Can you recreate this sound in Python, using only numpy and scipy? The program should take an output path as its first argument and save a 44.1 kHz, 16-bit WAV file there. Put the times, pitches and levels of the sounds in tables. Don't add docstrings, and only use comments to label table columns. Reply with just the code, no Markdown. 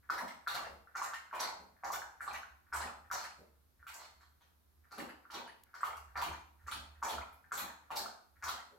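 import sys
import numpy as np
from scipy import signal
from scipy.fft import rfft, irfft, next_fast_len
from scipy.io import wavfile
from scipy.ndimage import uniform_filter1d

SR = 44100
rng = np.random.default_rng(int(sys.argv[2]) if len(sys.argv) > 2 else 0)


def generate_wav(sig):
    pcm = np.round(np.clip(np.atleast_2d(sig).T, -1, 1) * 32767).astype(np.int16)
    wavfile.write(sys.argv[1], SR, pcm)


N = 387197
TIME = np.arange(N) / SR

# (time [s], pocket pitch [Hz], plop level [dB], dip slosh level [dB], dip spray level [dB],
#  dip squelch pitch [Hz], pull delay after the dip [s], pull slosh level [dB], pull spray level [dB],
#  pull squelch pitch [Hz], pull spray treble tilt [dB per octave], thud level [dB],
#  mouth closing delay after the dip [s], smack level [dB])
LAP_STROKES = [(.100, 1338, -22, -35.5, -52.5, 5030, 0.068, -39, -57.5, 4360, 7, -48.5, 0.075, -42),
               (.473, 1414, -25, -37, -47.5, 4140, 0.061, -36.5, -46, 4070, -2, -61, 0.17, -50),
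               (.954, 1399, -33, -36, -53, 5250, .062, -44, -43, 6890, -7.5, -68, .178, -47),
               (1.330, 1103, -35, -36, -53.5, 2500, 0.062, -37, -38.5, 5460, -6, -58, 0.14, -51),
               (1.837, 1125, -33.5, -33.5, -55.5, 6200, 0.073, -41.5, -46, 5460, 3, -85, 0.092, -42),
               (2.208, 1502, -32.5, -44.5, -60, 8300, 0.058, -41, -55.5, 4260, -5.5, -61.5, 0.13, -45),
               (2.728, 1348, -32.5, -33, -47.5, 8050, 0.068, -40, -46.5, 7050, -10, -54, 0.081, -44.5),
               (3.114, 1349, -27, -35, -46, 5640, 0.06, -52, -53, 4380, -4, -63.5, 0.12, -50),
               (3.868, 1400, -41, -51, -54.5, 2540, 0.06, -50.5, -54.5, 6400, 4, -79, .003, -62),
               (4.912, 1355, -54, -48.5, -61.5, 4970, 0.063, -44, -51, 2710, -3, -56, 0.17, -53),
               (5.302, 1349, -43.5, -49, -57, 4800, 0.027, -43.5, -47.5, 4050, -5.5, -60, .168, -54),
               (5.742, 1391, -40, -49, -64, 4900, 0.091, -42, -50.5, 2900, -1.5, -70, 0.066, -50.5),
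               (6.157, 1352, -35, -32.5, -53, 4650, .055, -40.5, -43.5, 3000, -2, -52, .170, -52),
               (6.668, 1490, -46, -47.5, -59.5, 7500, 0.042, -49.5, -45, 3390, -3.5, -56, 0.0028, -55),
               (7.028, 1171, -26.5, -33, -48.5, 7000, 0.052, -37, -44.5, 3600, -2, -51, .148, -57),
               (7.520, 1351, -27, -40, -48, 6670, 0.049, -43, -41.5, 11970, -5, -52.5, 0.15, -69),
               (7.906, 1061, -36.5, -36.5, -55, 3100, 0.047, -39.5, -40.5, 4520, 0.5, -52, .150, -64),
               (8.426, 1415, -38, -35, -49.5, 5890, 0.044, -45.5, -44.5, 3600, -1, -64, 0.15, -55.5)]


def from_db(db):
    return 10 ** (np.asarray(db) / 20)


def rms_one(x):
    return x / np.sqrt(np.mean(np.abs(x) ** 2) + 1e-20)


def at_hz(points, hz):
    point_hz, value = np.transpose(points)
    return np.interp(np.log(np.maximum(hz, 1)), np.log(point_hz), value)


def coloured(x, spectrum, tilt_db=0):
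    size = x.shape[-1]
    hz = np.arange(size // 2 + 1) * SR / size
    octaves = np.log2(np.maximum(hz / 1000, 1))
    gain = from_db(at_hz(spectrum, hz) + tilt_db * octaves)
    return rms_one(irfft(rfft(x) * gain, size))


def resonate(x, hz, q, gain_db):
    peak = signal.iirpeak(min(hz, .4 * SR), q, fs=SR)
    return x + from_db(gain_db) * signal.lfilter(*peak, x)


def add(out, s, sound):
    start = max(round(s * SR), 0)
    out[start:start + len(sound)] += sound[:N - start]


def grains(per_s, spread_db, size):
    born = rng.random(size) < per_s / SR
    weakness = np.minimum(rng.exponential(1, size), 4)
    return born * rng.choice([-1, 1], size) * from_db(spread_db * weakness)


def swell(t, attack, length, steepness):
    return (1 - np.exp(-t / attack)) * np.exp(-(t / length) ** steepness)


def shaped(sound, shape, level_db):
    return from_db(level_db) * rms_one(sound * shape) * np.sqrt(np.mean(shape ** 2))


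def quiet_air():
    # (frequency [Hz], relative spectrum level [dB])
    air_colour = [(25, -19.5), (70, -8), (120, -14.5), (250, -15), (500, -23), (1300, -23), (2800, -33),
                  (4000, -30), (8000, -35.5), (13500, -25.5), (15500, -35.5)]
    noise = rng.standard_normal((2, next_fast_len(N)))
    return from_db(-74.5) * coloured(noise, air_colour)[:, :N]


def rumble(level_db=-5.5):
    # (frequency [Hz], relative spectrum level [dB])
    rumble_colour = [(20, -27), (48, -19), (60, -11), (72, 6), (84, -10), (110, -25.5), (200, -33),
                     (500, -53)]
    # (time [s], relative level [dB])
    rumble_level = [(0, -72), (.3, -73), (.8, -60), (1.05, -73.5), (1.899, -71), (2.54, -58.5), (2.64, -67),
                    (2.801, -44), (2.919, -59.5), (3.42, -62.5), (3.702, -68.5), (4.79, -63), (5.75, -74.5),
                    (6.11, -54.5), (6.32, -46), (6.56, -66), (6.76, -47), (7.09, -59), (7.19, -47),
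                    (7.43, -70.5), (7.68, -60.5), (8.25, -75), (8.5, -53.5), (8.78, -83)]
    sway_depth_db, sways_per_s = 3.4, 11
    s, db = np.transpose(rumble_level)
    boom = signal.hilbert(coloured(rng.standard_normal(next_fast_len(N)), rumble_colour))
    even = boom.real / np.sqrt(uniform_filter1d(np.abs(boom) ** 2, SR // 10) / 2)
    turns = rng.standard_normal(size=200)
    sway_db = sway_depth_db * np.interp(TIME * sways_per_s, np.arange(len(turns)), turns)
    side_db = np.array([[-1.3], [1.3]])
    return even[:N] * from_db(np.interp(TIME, s, db) + sway_db + level_db + side_db)


def tick(s=5.636, level_db=-44):
    out, t = np.zeros(N), TIME[:SR // 100]
    burst = rng.standard_normal(len(t)) * np.exp(-t / 0.0017)
    add(out, s, from_db(level_db) * np.diff(burst) / 2)
    return out


def room(x, alike_hz=300, build_up=0.00057):
    # (frequency [Hz], time to fall by 60 dB [s])
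    room_decay = [(100, 0.4), (400, 0.51), (1000, 0.54), (3000, 0.45), (7000, 0.43), (15000, 0.28)]
    t, tail = TIME[:SR * 2 // 3], 0
    hz = np.arange(len(t) // 2 + 1) * SR / len(t)
    mid, side = rfft(rng.standard_normal((2, len(t))))
    alike = 1 / (1 + (hz / alike_hz) ** 2)
    noise = np.sqrt(1 + alike) * mid + np.sqrt(1 - alike) * side * [[1], [-1]]
    edges = np.geomspace(40, 18000, 11)
    for low, high in zip(edges, edges[1:]):
        decay = from_db(-60 * t / at_hz(room_decay, np.sqrt(low * high)))
        band = irfft(noise * ((hz >= low) & (hz < high)), len(t))
        band = band * decay * (1 - np.exp(-(t / build_up) ** 2))
        energy = np.sum(band ** 2, axis=1, keepdims=True)
        tail = tail + band * np.sqrt(2 * (high - low) / SR / energy)
    return signal.oaconvolve(np.array([x, x]), tail, axes=1)[:, :N]


def moving_room(x, sway_s=1.4, count=3):
    place = count * TIME / sway_s
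    shares = [np.maximum(1 - np.abs((place - k) % count - 1), 0) for k in range(count)]
    return sum(room(x * np.sqrt(share)) for share in shares)


def corner(x):
    # (left delay [s], right delay [s], gain [ratio])
    wall_echoes = [(.0043, 0.0052, 0.49), (.0073, 0.0061, 0.35), (0.0095, 0.023, 0.18)]
    out = np.array([x, x])
    for left, right, gain in wall_echoes:
        add(out[0], left, gain * x)
        add(out[1], right, gain * x)
    return out


def thuds(table):
    # (frequency [Hz], relative spectrum level [dB])
    thud_colour = [(40, -17), (75, -26), (120, -7.5), (230, 1), (350, -2.5), (550, 3.5), (900, -9),
                   (2000, -26.5)]
    out, t = np.zeros(N), TIME[:SR // 3]
    for s, db, length, hz in table:
        noise = coloured(rng.standard_normal(len(t)), thud_colour)
        flutter = resonate(noise, hz, q=3.5, gain_db=9)
        shape = swell(t, attack=0.0022, length=length, steepness=1.93)
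        add(out, s, shaped(flutter, shape, db))
    return out


def bowl_ring(drive):
    # (frequency [Hz], relative level [dB], time to fall by 60 dB [s])
    bowl_modes = [(1880, -53, .2), (3020, -47, 0.1), (4278, -4, 0.018), (5565, -47, 0.085),
                  (8150, -24.5, 0.041), (11270, -23.5, 0.12)]
    out = np.zeros(N)
    for hz, db, t60 in bowl_modes:
        r = from_db(-60 / (t60 * SR))
        w = 2 * np.pi * hz / SR
        ring = signal.lfilter([1, 0, -1], [1, -2 * r * np.cos(w), r * r], drive + 1e-12)
        out += from_db(db - 8.5) * rms_one(ring)
    return out * np.std(drive)


def bowl_air(water):
    # (frequency [Hz], relative spectrum level [dB])
    air_resonance = [(150, -5), (400, -2.5), (560, -1.5), (720, 4), (850, 5.5), (1100, 0), (1600, 6.5),
                     (2300, 10.5), (3500, 0.5)]
    padded = np.pad(water, (0, next_fast_len(N) - N))
    return np.std(water) * coloured(padded, air_resonance)[:N]


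def bubbles(table, level_db=8.5, cycles=3.9, rise=0.011, low_hz=1600, high_hz=13000, count=7):
    out, t = np.zeros(N), TIME[:SR // 30]
    for s, db, length, *_ in table:
        for late, size, strength in rng.random((count, 3)):
            turns = t * low_hz * (high_hz / low_hz) ** size
            rising = 1 + rise * np.minimum(turns, 3 * cycles) / 2
            ping = swell(turns, 1, cycles, 0.51) * np.sin(2 * np.pi * turns * rising)
            ping_db = db + level_db - 1.6 * strength - 12.0 * late
            add(out, s + 1.8 * length * late, from_db(ping_db) * ping)
    return out


def sprays(table, per_s=330, level_db=-3.0, count=3):
    # (frequency [Hz], relative spectrum level [dB])
    spray_colour = [(60, -43), (400, -40), (1000, 3.5), (2000, 1), (2700, -3.5), (4200, -2.5), (5000, -2.5),
                    (6200, -1.5), (7800, 0), (9300, -8.5), (11500, 1), (15500, -4)]
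    out, t = np.zeros(N), TIME[:SR // 7]
    for s, db, length, tilt_db, hz in table:
        crackle = 0
        for k, size in enumerate(rng.random(count)):
            window = 1 / (1 + (t / length * count / 2 - k) ** 4)
            spurt = grains(per_s, spread_db=4.0, size=len(t)) * window
            spurt_hz = hz * 2 ** (size - .5)
            crackle = crackle + rms_one(resonate(spurt + 1e-18, spurt_hz, q=4, gain_db=2))
        crackle = resonate(coloured(crackle, spray_colour, tilt_db), hz, q=3.5, gain_db=3)
        shape = swell(t, attack=0.0041, length=length, steepness=2.07)
        add(out, s, shaped(crackle, shape, db + level_db))
    return out


def sloshes(table, width_hz, glide, per_s, level_db, attack):
    out, t = np.zeros(N), TIME[:SR // 4]
    cavity = signal.butter(2, width_hz / 2, fs=SR, output="sos")
    for s, db, hz, length in table:
        random_phase = np.exp(2j * np.pi * rng.random(len(t)))
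        kicks = grains(per_s, spread_db=0.5, size=len(t)) * random_phase
        pitch = hz * glide ** (1 - np.exp(-t / length))
        carrier = np.exp(2j * np.pi * np.cumsum(pitch) / SR)
        ringing = (signal.sosfilt(cavity, kicks + 1e-18) * carrier).real
        shape = swell(t, attack, length, steepness=2.1)
        add(out, s, shaped(ringing, shape, db + level_db))
    return out


def plops(table, rise_cycles=1.823, sharpness=1.94, chirp=0.0015):
    out, t = np.zeros(N), TIME[:SR // 40]
    for s, db, hz in table:
        cycles = hz * t
        age = cycles / rise_cycles
        shape = (age * np.exp(1 - age)) ** sharpness
        phase = 2 * np.pi * cycles * (1 + chirp * (cycles / 2 - rise_cycles))
        add(out, s - rise_cycles / hz, from_db(db) * shape * np.sin(phase))
    return out


def drops(count=4):
    low_hz, high_hz = 654, 2600
    rows = []
    for s, _, _, _, _, _, pull_s, pull_db, *_ in LAP_STROKES:
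        for late, size, strength in rng.random((count, 3)):
            drop_s = s + pull_s + .02 + .13 * late
            drop_db = pull_db - 0.5 - 11.5 * (strength + late) / 2
            rows += [(drop_s, drop_db, low_hz * (high_hz / low_hz) ** size)]
    return rows


def strokes():
    # (time [s], relative level [dB], pitch [Hz])
    loose_plops = [(.210, -32.5, 1010), (.874, -48.5, 1420), (1.018, -27, 1054), (1.136, -33.5, 1360),
                   (1.313, -43, 1500), (1.904, -28, 1090), (2.02, -34.5, 1560), (2.279, -28, 1180),
                   (2.433, -39, 1510), (2.897, -39, 1270), (3.103, -39, 1450), (3.829, -48, 1457),
                   (4.983, -41.5, 1280), (5.254, -48, 1370), (5.808, -40, 1470), (5.833, -21, 1215),
                   (6.225, -26.5, 970), (6.684, -35, 1230), (6.723, -34, 1330), (7.183, -32.5, 1330),
                   (7.443, -52.5, 1600), (7.703, -42.5, 1650), (8.061, -35.5, 1280), (8.493, -28.5, 1270)]
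    # (time [s], relative level [dB], length [s], pitch [Hz])
    more_thuds = [(0.663, -56.5, 0.054, 460), (0.698, -60, 0.04, 159), (1.59, -64, 0.073, 197),
                  (2.835, -58, 0.037, 330), (3.38, -63.5, 0.033, 157), (3.402, -58, 0.023, 470),
                  (4.976, -47, 0.061, 302), (5.343, -53.5, 0.057, 346), (6.28, -58.5, 0.036, 125),
                  (8.711, -65, 0.048, 430)]
    # (time [s], relative level [dB], pitch [Hz], length [s],
    #  relative spray level [dB], squelch pitch [Hz])
    licks = [(3.991, -59.5, 821, 0.065, -59.5, 4170), (4.202, -57.5, 1520, .032, -70, 4130),
             (4.403, -66, 1054, 0.046, -72, 3160)]
    # (time [s], relative level [dB], length [s],
    #  treble tilt [dB per octave], resonance [Hz])
    dribbles = [(0.275, -51, 0.014, -2.5, 3450), (1.131, -49.5, .019, -3.5, 3270),
                (2.325, -48, 0.037, -8.5, 13170), (3.223, -49.5, 0.025, -9, 4500),
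                (5.967, -56.5, 0.01, -1, 5070), (7.32, -69, 0.027, 8, 9870)]
    pops, water, mouth, spray, bumps = [], [], [], [], []
    for (s, hz, plop_db, dip_db, dip_spray_db, dip_hz, pull_s, pull_db, pull_spray_db, pull_hz,
         tilt_db, thud_db, close_s, smack_db) in LAP_STROKES:
        dip = s - .003
        pull, close = s + pull_s, s + close_s
        deep_hz = 1027.7 * (hz / 1356) ** 0.606
        water += [(max(s - .075, 0), -66, 1616, 0.0516),
                  (dip, dip_db, hz * 0.96, .068),
                  (pull, pull_db, deep_hz, .09)]
        pops += [(s - 0.0072, plop_db - 16.5, hz * 1.08), (s, plop_db, hz)]
        mouth += [(close, smack_db, hz, .031)]
        spray += [(dip, dip_spray_db, 0.064, -2.5, dip_hz),
                  (pull + .002, pull_spray_db, 0.038, tilt_db, pull_hz),
                  (close, smack_db - 4, 0.015, -10.5, 2800)]
        bumps += [(s, thud_db - 11, 0.12, 310), (pull + .047, thud_db, .028, 236)]
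    for s, db, hz, length, spray_db, squelch_hz in licks:
        water += [(s, db, hz, length)]
        spray += [(s, spray_db, length, -5, squelch_hz)]
    return pops + loose_plops, water, mouth, spray + dribbles, bumps + more_thuds


def scene():
    plop_rows, slosh_rows, smack_rows, spray_rows, thud_rows = strokes()
    pops = plops(plop_rows) + plops(drops(), rise_cycles=2.614, sharpness=1.16, chirp=0.011)
    water = sloshes(slosh_rows, width_hz=590, glide=.68, per_s=260, level_db=-6.0, attack=0.0013)
    water = bowl_air(water) + thuds(thud_rows)
    mouth = sloshes(smack_rows, width_hz=300, glide=1.7, per_s=1500, level_db=-4.0, attack=0.0048)
    spray = sprays(spray_rows)
    spray = spray + bubbles(spray_rows) + bowl_ring(spray)
    near = corner(from_db(-0.5) * pops + from_db(-4.0) * water
                  + from_db(4.5) * mouth + from_db(-1.0) * spray)
    far = moving_room(from_db(0.5) * pops + from_db(1.0) * water
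                      + from_db(2.0) * mouth + from_db(7.0) * spray)
    return near + far + tick() + rumble() + quiet_air()


def record(dry):
    return signal.sosfilt(signal.ellip(10, .2, 70, 15850, fs=SR, output="sos"), dry)


dry = scene()
out = record(dry)
generate_wav(out)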